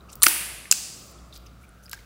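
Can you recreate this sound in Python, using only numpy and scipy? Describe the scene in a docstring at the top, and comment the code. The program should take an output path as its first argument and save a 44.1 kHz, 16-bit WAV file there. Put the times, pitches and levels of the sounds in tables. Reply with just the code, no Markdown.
"""Air pockets burst in soft slime squeezed over a glass dish: short bright cracks, each a train of snaps
exciting resonances, overload the recorder and leave a long hissy echo in a bare, ringing room.
Small ticks are single filtered tears; short crackles and a faint band of high crackling hiss, about a third
of a second long, are dense random clicks; puffs are low damped rings. Beneath lie filtered room noise, a hum
of wavering sines and a faint whirr of moving narrow-band noise. One microphone feeds two equal channels."""
import sys
import numpy as np
from scipy import signal
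from scipy.io import wavfile

SR = 44100
rng = np.random.default_rng(int(sys.argv[2]) if len(sys.argv) > 2 else 0)


def pcm_store(signal):
    """Save signal as 16-bit PCM."""
    levels = np.round(np.clip(np.atleast_2d(signal), -1, 1) * 32767)
    wavfile.write(sys.argv[1], SR, levels.astype(np.int16).T)


N = 90404

ECHO_PATHS = 3    # neighbouring pockets reach the walls by different paths
ROOM_BLUR = 1.7   # the room hears each resonance this much wider


def amp(db):
    """Level definition: amplitude ratio from decibels."""
    return 10 ** (np.asarray(db) / 20)


def rms_one(x):
    """Power normalisation: scales a signal to an rms of one."""
    return x / np.sqrt(np.mean(x ** 2) + 1e-20)


def at_hz(points, hz):
    """Spectral interpolation, linear along log frequency."""
    f, value = np.transpose(points)
    return np.interp(np.log(hz), np.log(f), value)


def at_time(points):
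    """Linear interpolation of a curve of (t/s, value) over the whole scene."""
    return np.interp(np.arange(N) / SR, *np.transpose(points))


def drift(rate_hz):
    """Low-pass random process: two equal poles smooth noise into slow chance of spread 1."""
    step, settle = 40, 2000   # samples between points, points dropped while the filter settles
    r = np.exp(-2 * np.pi * step * rate_hz / SR)
    noise = rng.standard_normal(N // step + 2 + settle)
    slow = signal.lfilter([1], [1, -2 * r, r * r], noise)[settle:]
    return np.interp(np.arange(N) / step, np.arange(len(slow)), rms_one(slow))


def resonate(x, hz, width_hz):
    """Damped oscillator: a two-pole resonance with gain 1 on top."""
    r = np.exp(-np.pi * width_hz / SR)
    poles = [1, -2 * r * np.cos(2 * np.pi * hz / SR), r * r]
    return signal.lfilter([(1 - r * r) / 2, 0, (r * r - 1) / 2], poles, x)


def add(out, s, sound):
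    """Superposition: adds a sound from time s onwards."""
    i = int(s * SR)
    out[i:i + len(sound)] += sound[:N - i]


def click():
    """Unit impulse: equal energy at all frequencies."""
    return np.eye(1, 2048)[0]


def bands():
    """Filter-bank analysis: third-octave bands of white noise with their centres."""
    edges = 30 * 2 ** np.arange(0, 9.4, 1 / 3)
    white = rng.standard_normal((2, N))   # neighbouring bands take different noise
    for k, (low, high) in enumerate(zip(edges, edges[1:])):
        band_pass = signal.butter(2, [low, high], "band", fs=SR, output="sos")
        yield np.sqrt(low * high), signal.sosfilt(band_pass, white[k % 2])


def room_noise():
    """Spectral shaping: noise bands follow a floor curve, drift in level and swell at low frequencies."""
    # Floor spectrum: f/Hz, relative spectral density level/dB
    floor = [(30, -26.5), (45, -12.5), (80, -8), (120, -7), (250, -8), (400, -12), (700, -12.5), (950, -25),
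             (1400, -28.5), (1800, -24), (4000, -29.5), (9000, -35.5), (13000, -37.5), (16000, -34)]
    # Course of the low room noise, used relative to its mean: t/s, level/dB
    rumble = [(0.0, -54), (0.26, -56), (0.42, -51), (0.56, -54.5), (0.77, -56.5), (1.07, -53.5),
              (1.43, -57), (2.05, -59.5)]
    level_db, patchy_db, rumble_top_hz = -55, -1, 900
    swell_db = at_time(rumble)
    swell_db -= swell_db.mean()
    noise = np.zeros(N)
    for hz, band in bands():
        band_db = at_hz(floor, hz) + patchy_db * drift(2.3)
        noise += amp(band_db + swell_db * (hz < rumble_top_hz)) * band
    return amp(level_db) * rms_one(noise)


def hum():
    """Random phase and amplitude modulation: sines whose phases waver, broadening each line."""
    # Hum lines: f/Hz, waver rate/Hz, level/dB added to the course below or, for upper lines, its mean
    lines = [(60, 4.7, -0.5), (114, 14, -6.5), (180.6, 21, -8.5)]
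    # Level course of the lowest line: t/s, level/dB
    course = [(0.0, -57), (0.03, -49), (0.14, -55), (0.23, -45.5), (0.27, -53.5), (0.55, -49.5),
              (0.76, -66), (0.8, -52), (0.84, -61.5), (1.15, -53), (1.23, -45.5), (1.32, -53.5),
              (1.37, -48), (1.92, -55), (2.02, -49.5), (2.05, -58)]
    t = np.arange(N) / SR
    course_db = at_time(course)
    out = np.zeros(N)
    for k, (hz, rate_hz, db) in enumerate(lines):
        # the upper lines vary by chance about the mean level
        level_db = course_db if k == 0 else course_db.mean() + 2.6 * drift(rate_hz)
        phase = 2 * np.pi * hz * t + 1.3 * drift(rate_hz)
        out += amp(db + level_db) * np.sqrt(2) * np.sin(phase)
    return out


def whirr():
    """Quadrature modulation: two slow noises on a gliding carrier make a moving noise band."""
    # Faint moving band: t/s, centre f/Hz, rms level/dB
    course = [(0, 1232, -56.5), (.2, 1230, -56.5), (.9, 1203, -62), (1.2, 1210, -58.5),
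              (1.502, 1280, -62.5), (1.8, 1416, -60), (2.05, 1415, -64)]
    half_width_hz = 150
    s, centre_hz, level_db = np.transpose(course)
    t = np.arange(N) / SR
    phase = 2 * np.pi * np.cumsum(np.interp(t, s, centre_hz)) / SR
    low_pass = signal.butter(2, half_width_hz, fs=SR)
    slow = signal.lfilter(*low_pass, rng.standard_normal((2, N)))
    band = rms_one(slow[0] * np.cos(phase) + slow[1] * np.sin(phase))
    return amp(np.interp(t, s, level_db)) * band


def background():
    """Superposition of room noise, hum and faint whirr."""
    return room_noise() + hum() + whirr()


def room(x):
    """Diffuse reverberation: convolution with noise that builds up and dies exponentially band by band."""
    # Reverberation time, for a decay of 60 dB: f/Hz, T60/s
    decay_time = [(300, .8), (1000, .9), (2200, 1.124), (4500, 1.035), (8000, 0.89), (12000, 0.78),
                  (16000, 0.53)]
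    # Starting spectrum of the echo: f/Hz, relative level/dB
    colour = [(300, 0), (700, 8.5), (1300, -7), (2200, 2), (3600, 2.5), (6000, -5), (9000, -5),
              (12000, -1.5), (14000, -5), (16000, 2)]
    level_db, build_s = -10, 0.004
    t = np.arange(N) / SR
    tail = np.zeros(N)
    for hz, band in bands():
        tail += amp(at_hz(colour, hz) - 60 * t / at_hz(decay_time, hz)) * band
    tail *= (1 - np.exp(-t / build_s)) ** 2
    unit_energy_tail = tail / np.sqrt(np.sum(tail ** 2))
    return amp(level_db) * signal.fftconvolve(x, unit_energy_tail)[:N]


def puffs():
    """Impulse response of a cavity: each puff of air is a low resonance struck once."""
    # Low puffs of air: t/s, peak level/dB
    events = [(.2335, -41.5), (.2656, -27.5), (0.7128, -45.5)]
    hz, width_hz = 330, 92   # width of each of two resonances in series
    out = np.zeros(N)
    for s, db in events:
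        puff = resonate(resonate(click(), hz, width_hz), hz, width_hz)
        add(out, s, amp(db) * puff / np.max(np.abs(puff)))
    return out


def crackles():
    """Random impulse excitation: dense uneven clicks drive a resonance, heard as crackle or crackling hiss."""
    # Short crackles and one longer faint band of high crackling hiss:
    # start t/s, length/s, level/dB before gating, f/Hz, width/Hz
    events = [(0.087, 0.037, -52, 5230, 1500), (0.109, 0.029, -55.5, 11000, 9000),
              (0.123, 0.022, -44, 7060, 7000), (.80, .33, -60.5, 14600, 3000),
              (1.323, 0.061, -53.5, 4470, 2005), (1.33, 0.047, -54.5, 11520, 9000),
              (1.455, 0.018, -56.5, 11000, 8900), (1.60, .06, -67, 8000, 9000),
              (1.821, 0.05, -60.5, 11000, 8160), (1.919, 0.037, -47.5, 4830, 5960),
              (1.958, 0.05, -57, 2980, 2980)]
    clicks_per_s, spread_db, edge_s = 6000, 4, 0.012
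    t, out = np.arange(N) / SR, np.zeros(N)
    for s, length, db, hz, width_hz in events:
        struck = rng.random(N) < clicks_per_s / SR
        strength = amp(spread_db * np.minimum(rng.exponential(1, N), 4))
        clicks = struck * strength * rng.choice([-1, 1], N)
        gate = np.clip(np.minimum(t - s, s + length - t) / edge_s, 0, 1)
        gate *= amp(1.5 * drift(70))
        out += amp(db) * gate * rms_one(resonate(clicks, hz, width_hz))
    return out


def tear(length):
    """Impulsive fracture: the skin gives a first snap, then more snaps over a hiss for a moment."""
    snaps_per_s, snap_db, first_snap_db = 1700, 9.5, 16
    fade_db, release_s = -6, .0004   # fade along the tear, then exponential release
    t = np.arange(2048) / SR
    hiss, chance = rng.standard_normal(len(t)), rng.random(len(t))
    hiss *= np.where(chance < snaps_per_s / SR, amp(snap_db), 1)
    hiss[0] = amp(first_snap_db)
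    fade = amp(fade_db * np.minimum(t / length, 1))
    return hiss * fade * np.exp(-np.maximum(t - length, 0) / release_s)


def voiced(x, db, length, hz, width_hz):
    """Source-filter principle: one resonance plus a broad share, energy set by level, length and ringing."""
    broad_db = -13
    narrow = resonate(resonate(x, hz, width_hz), hz, width_hz)
    broad = np.diff(x, prepend=0)   # differencing brightens
    sound = rms_one(narrow) + amp(broad_db) * rms_one(broad)
    duration = length + 1 / (np.pi * width_hz)
    return amp(db) * sound * np.sqrt(duration * SR / len(x)) / 2


def ticks(near, far):
    """Small impulsive sources: each tick is one voiced tear; a clean click sets off the room."""
    # Small ticks: t/s, relative energy level/dB, tear length/s, f/Hz, width/Hz
    events = [(.007, -46, 0.0018, 3830, 540), (0.087, -49, 0.0022, 2540, 500),
              (0.0944, -49, 0.0074, 2670, 500), (.1293, -33.5, 0.0023, 7440, 2500),
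              (0.133, -46, 0.0037, 3930, 800), (.1550, -33.5, 0.00087, 7450, 6000),
              (.1550, -31.5, 0.0023, 15200, 2000), (.167, -48, 0.0018, 14500, 3000),
              (.172, -53, .001, 13000, 3000), (0.201, -45, 0.0023, 13000, 2500),
              (0.211, -47.5, 0.012, 9700, 5000), (0.655, -35.5, .005, 2134, 400),
              (1.184, -53, 0.0071, 3500, 498), (1.326, -41, 0.0089, 3660, 804),
              (1.340, -45, 0.0036, 5000, 5000), (1.354, -50, 0.0031, 4140, 893),
              (1.3615, -49, 0.00086, 14100, 4030), (1.367, -46.5, 0.0038, 4580, 900),
              (1.378, -66, 0.0049, 5030, 889), (1.376, -41, .002, 14500, 2460),
              (1.422, -58, .002, 13100, 5030), (1.467, -49.5, 0.007, 5180, 497),
              (1.464, -49, .008, 6000, 1200), (1.461, -52.5, 0.0087, 2785, 602),
              (1.63, -48.5, .001, 11000, 3923), (1.636, -51.5, 0.018, 2380, 412),
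              (1.683, -59, 0.0013, 9320, 2510), (1.692, -44.5, .001, 9500, 2510),
              (1.835, -50.5, 0.0045, 6090, 702), (1.8575, -42, 0.0025, 4960, 401),
              (1.864, -39, 0.0013, 5100, 600), (1.878, -56.5, .001, 8060, 8600),
              (1.8952, -36.5, 0.0019, 7520, 9000), (1.8955, -35, 0.0011, 15060, 3000),
              (1.900, -48, 0.0011, 4950, 4020), (1.9133, -33, 0.0041, 12000, 6070),
              (1.914, -38.5, 0.0075, 4000, 2960), (1.9335, -32, 0.0024, 14400, 2010),
              (1.881, -46, 0.0022, 2260, 600), (1.938, -39, .002, 5100, 1510),
              (1.953, -42, 0.0014, 5040, 1000), (1.976, -40, 0.0019, 1600, 300),
              (1.989, -48, 0.0035, 2150, 502), (2.004, -51.5, .003, 4370, 695)]
    send_db = -2.5
    for k, (s, db, length, hz, width_hz) in enumerate(events):
        add(near, s, voiced(tear(length), db, length, hz, width_hz))
        path = far[k % ECHO_PATHS]
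        add(path, s, voiced(click(), db + send_db, length, hz, ROOM_BLUR * width_hz))


def pops(near, far):
    """Cavity excitation: a tear cracks and rings each pocket; a clean click sets off the room."""
    # Bursting pockets: t/s, crack level/dB, tear length/s, crack f/Hz, crack width/Hz,
    # cavity level/dB, cavity f/Hz, cavity width/Hz, room send/dB; levels are relative energy levels
    pockets = [(0.22, -14.5, .0008, 8900, 5000, -18.5, 4300, 1200, -1.5),
               (0.22, -30, .008, 4000, 3000, -24, 1146, 200, -5),
               (0.2251, -4.5, .0005, 8450, 4000, -10, 4300, 1500, -9.5),
               (0.2317, 5, .004, 10200, 3500, 0, 14000, 3000, 4),
               (0.235, -3, .002, 8600, 6020, -13.5, 3000, 1995, -0.5),
               (0.2381, -21, 0.0023, 10500, 3000, -13.5, 1700, 900, -5),
               (0.2384, -6, .0005, 4300, 1500, -17, 1150, 300, 1.5),
               (0.241, -9, 0.005, 9570, 4000, -23.5, 1900, 700, -0.5),
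               (0.2628, -30.5, .002, 2845, 2000, -11, 1800, 900, -3),
               (.2657, -5, 0.0031, 8520, 8000, -4, 1380, 500, -1.5),
               (0.2658, -4, .003, 4600, 1500, -1.5, 2400, 1400, -3),
               (.2833, -6, .001, 14870, 4000, -12, 5000, 3000, -6),
               (.2860, -12.5, .002, 14500, 5005, -15.5, 8000, 3953, 1.5),
               (0.7104, -53, 0.00054, 7710, 3000, -37, 2860, 900, -0.5),
               (0.7127, 1.5, 0.0031, 7110, 2500, -23.5, 1200, 1000, 0),
               (.7138, -10, 0.0027, 10760, 2520, -6, 5050, 600, -2.5),
               (.7231, -8.5, 0.0041, 7200, 7000, -14.5, 2700, 500, -7),
               (0.7247, -15, .003, 14900, 3000, -23.5, 1450, 400, 1.5),
               (1.931, -27.5, 0.0034, 5000, 3856, -27, 1296, 890, -3),
               (1.931, -30, 0.0011, 7600, 1512, -27.5, 1610, 90, -7.5)]
    for k, pocket in enumerate(pockets):
        s, db, length, hz, width_hz, cavity_db, cavity_hz, cavity_width_hz, send_db = pocket
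        direct = (near, tear(length), 1, 1)
        to_room = (far[k % ECHO_PATHS], click(), amp(send_db), ROOM_BLUR)
        for out, x, gain, wide in (direct, to_room):
            add(out, s, gain * voiced(x, db, length, hz, wide * width_hz))
            add(out, s, gain * voiced(x, cavity_db, length, cavity_hz, wide * cavity_width_hz))


def scene():
    """Superposition of direct sound, reverberation and background, equal in both channels."""
    thin_hz, puff_send_db = 810, 1   # small sources radiate little below thin_hz
    near, far = np.zeros(N), np.zeros((ECHO_PATHS, N))
    pops(near, far)
    ticks(near, far)
    crackle, low = crackles(), puffs()
    thin = signal.butter(4, thin_hz, "high", fs=SR, output="sos")
    close = signal.sosfilt(thin, near + crackle)
    far[0] += crackle + amp(puff_send_db) * low
    echo = sum(room(path) for path in far)
    return np.tile(close + low + echo + background(), (2, 1))


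def record(dry):
    """Saturation: the microphone dips in the high treble, peaks round off at a ceiling, the top is cut."""
    dip_hz, dip_width_hz, dip_share = 12300, 690, 0.25
    ceiling, cutoff_hz = .87, 16300   # ceiling in full-scale units, before the last filter
    top = signal.cheby2(18, 60, cutoff_hz, fs=SR, output="sos")
    heard = signal.sosfilt(top, dry - dip_share * resonate(dry, dip_hz, dip_width_hz))
    limited = heard / (1 + np.abs(heard / ceiling) ** 6) ** (1 / 6)
    return signal.sosfilt(top, limited)


dry = scene()
out = record(dry)
pcm_store(out)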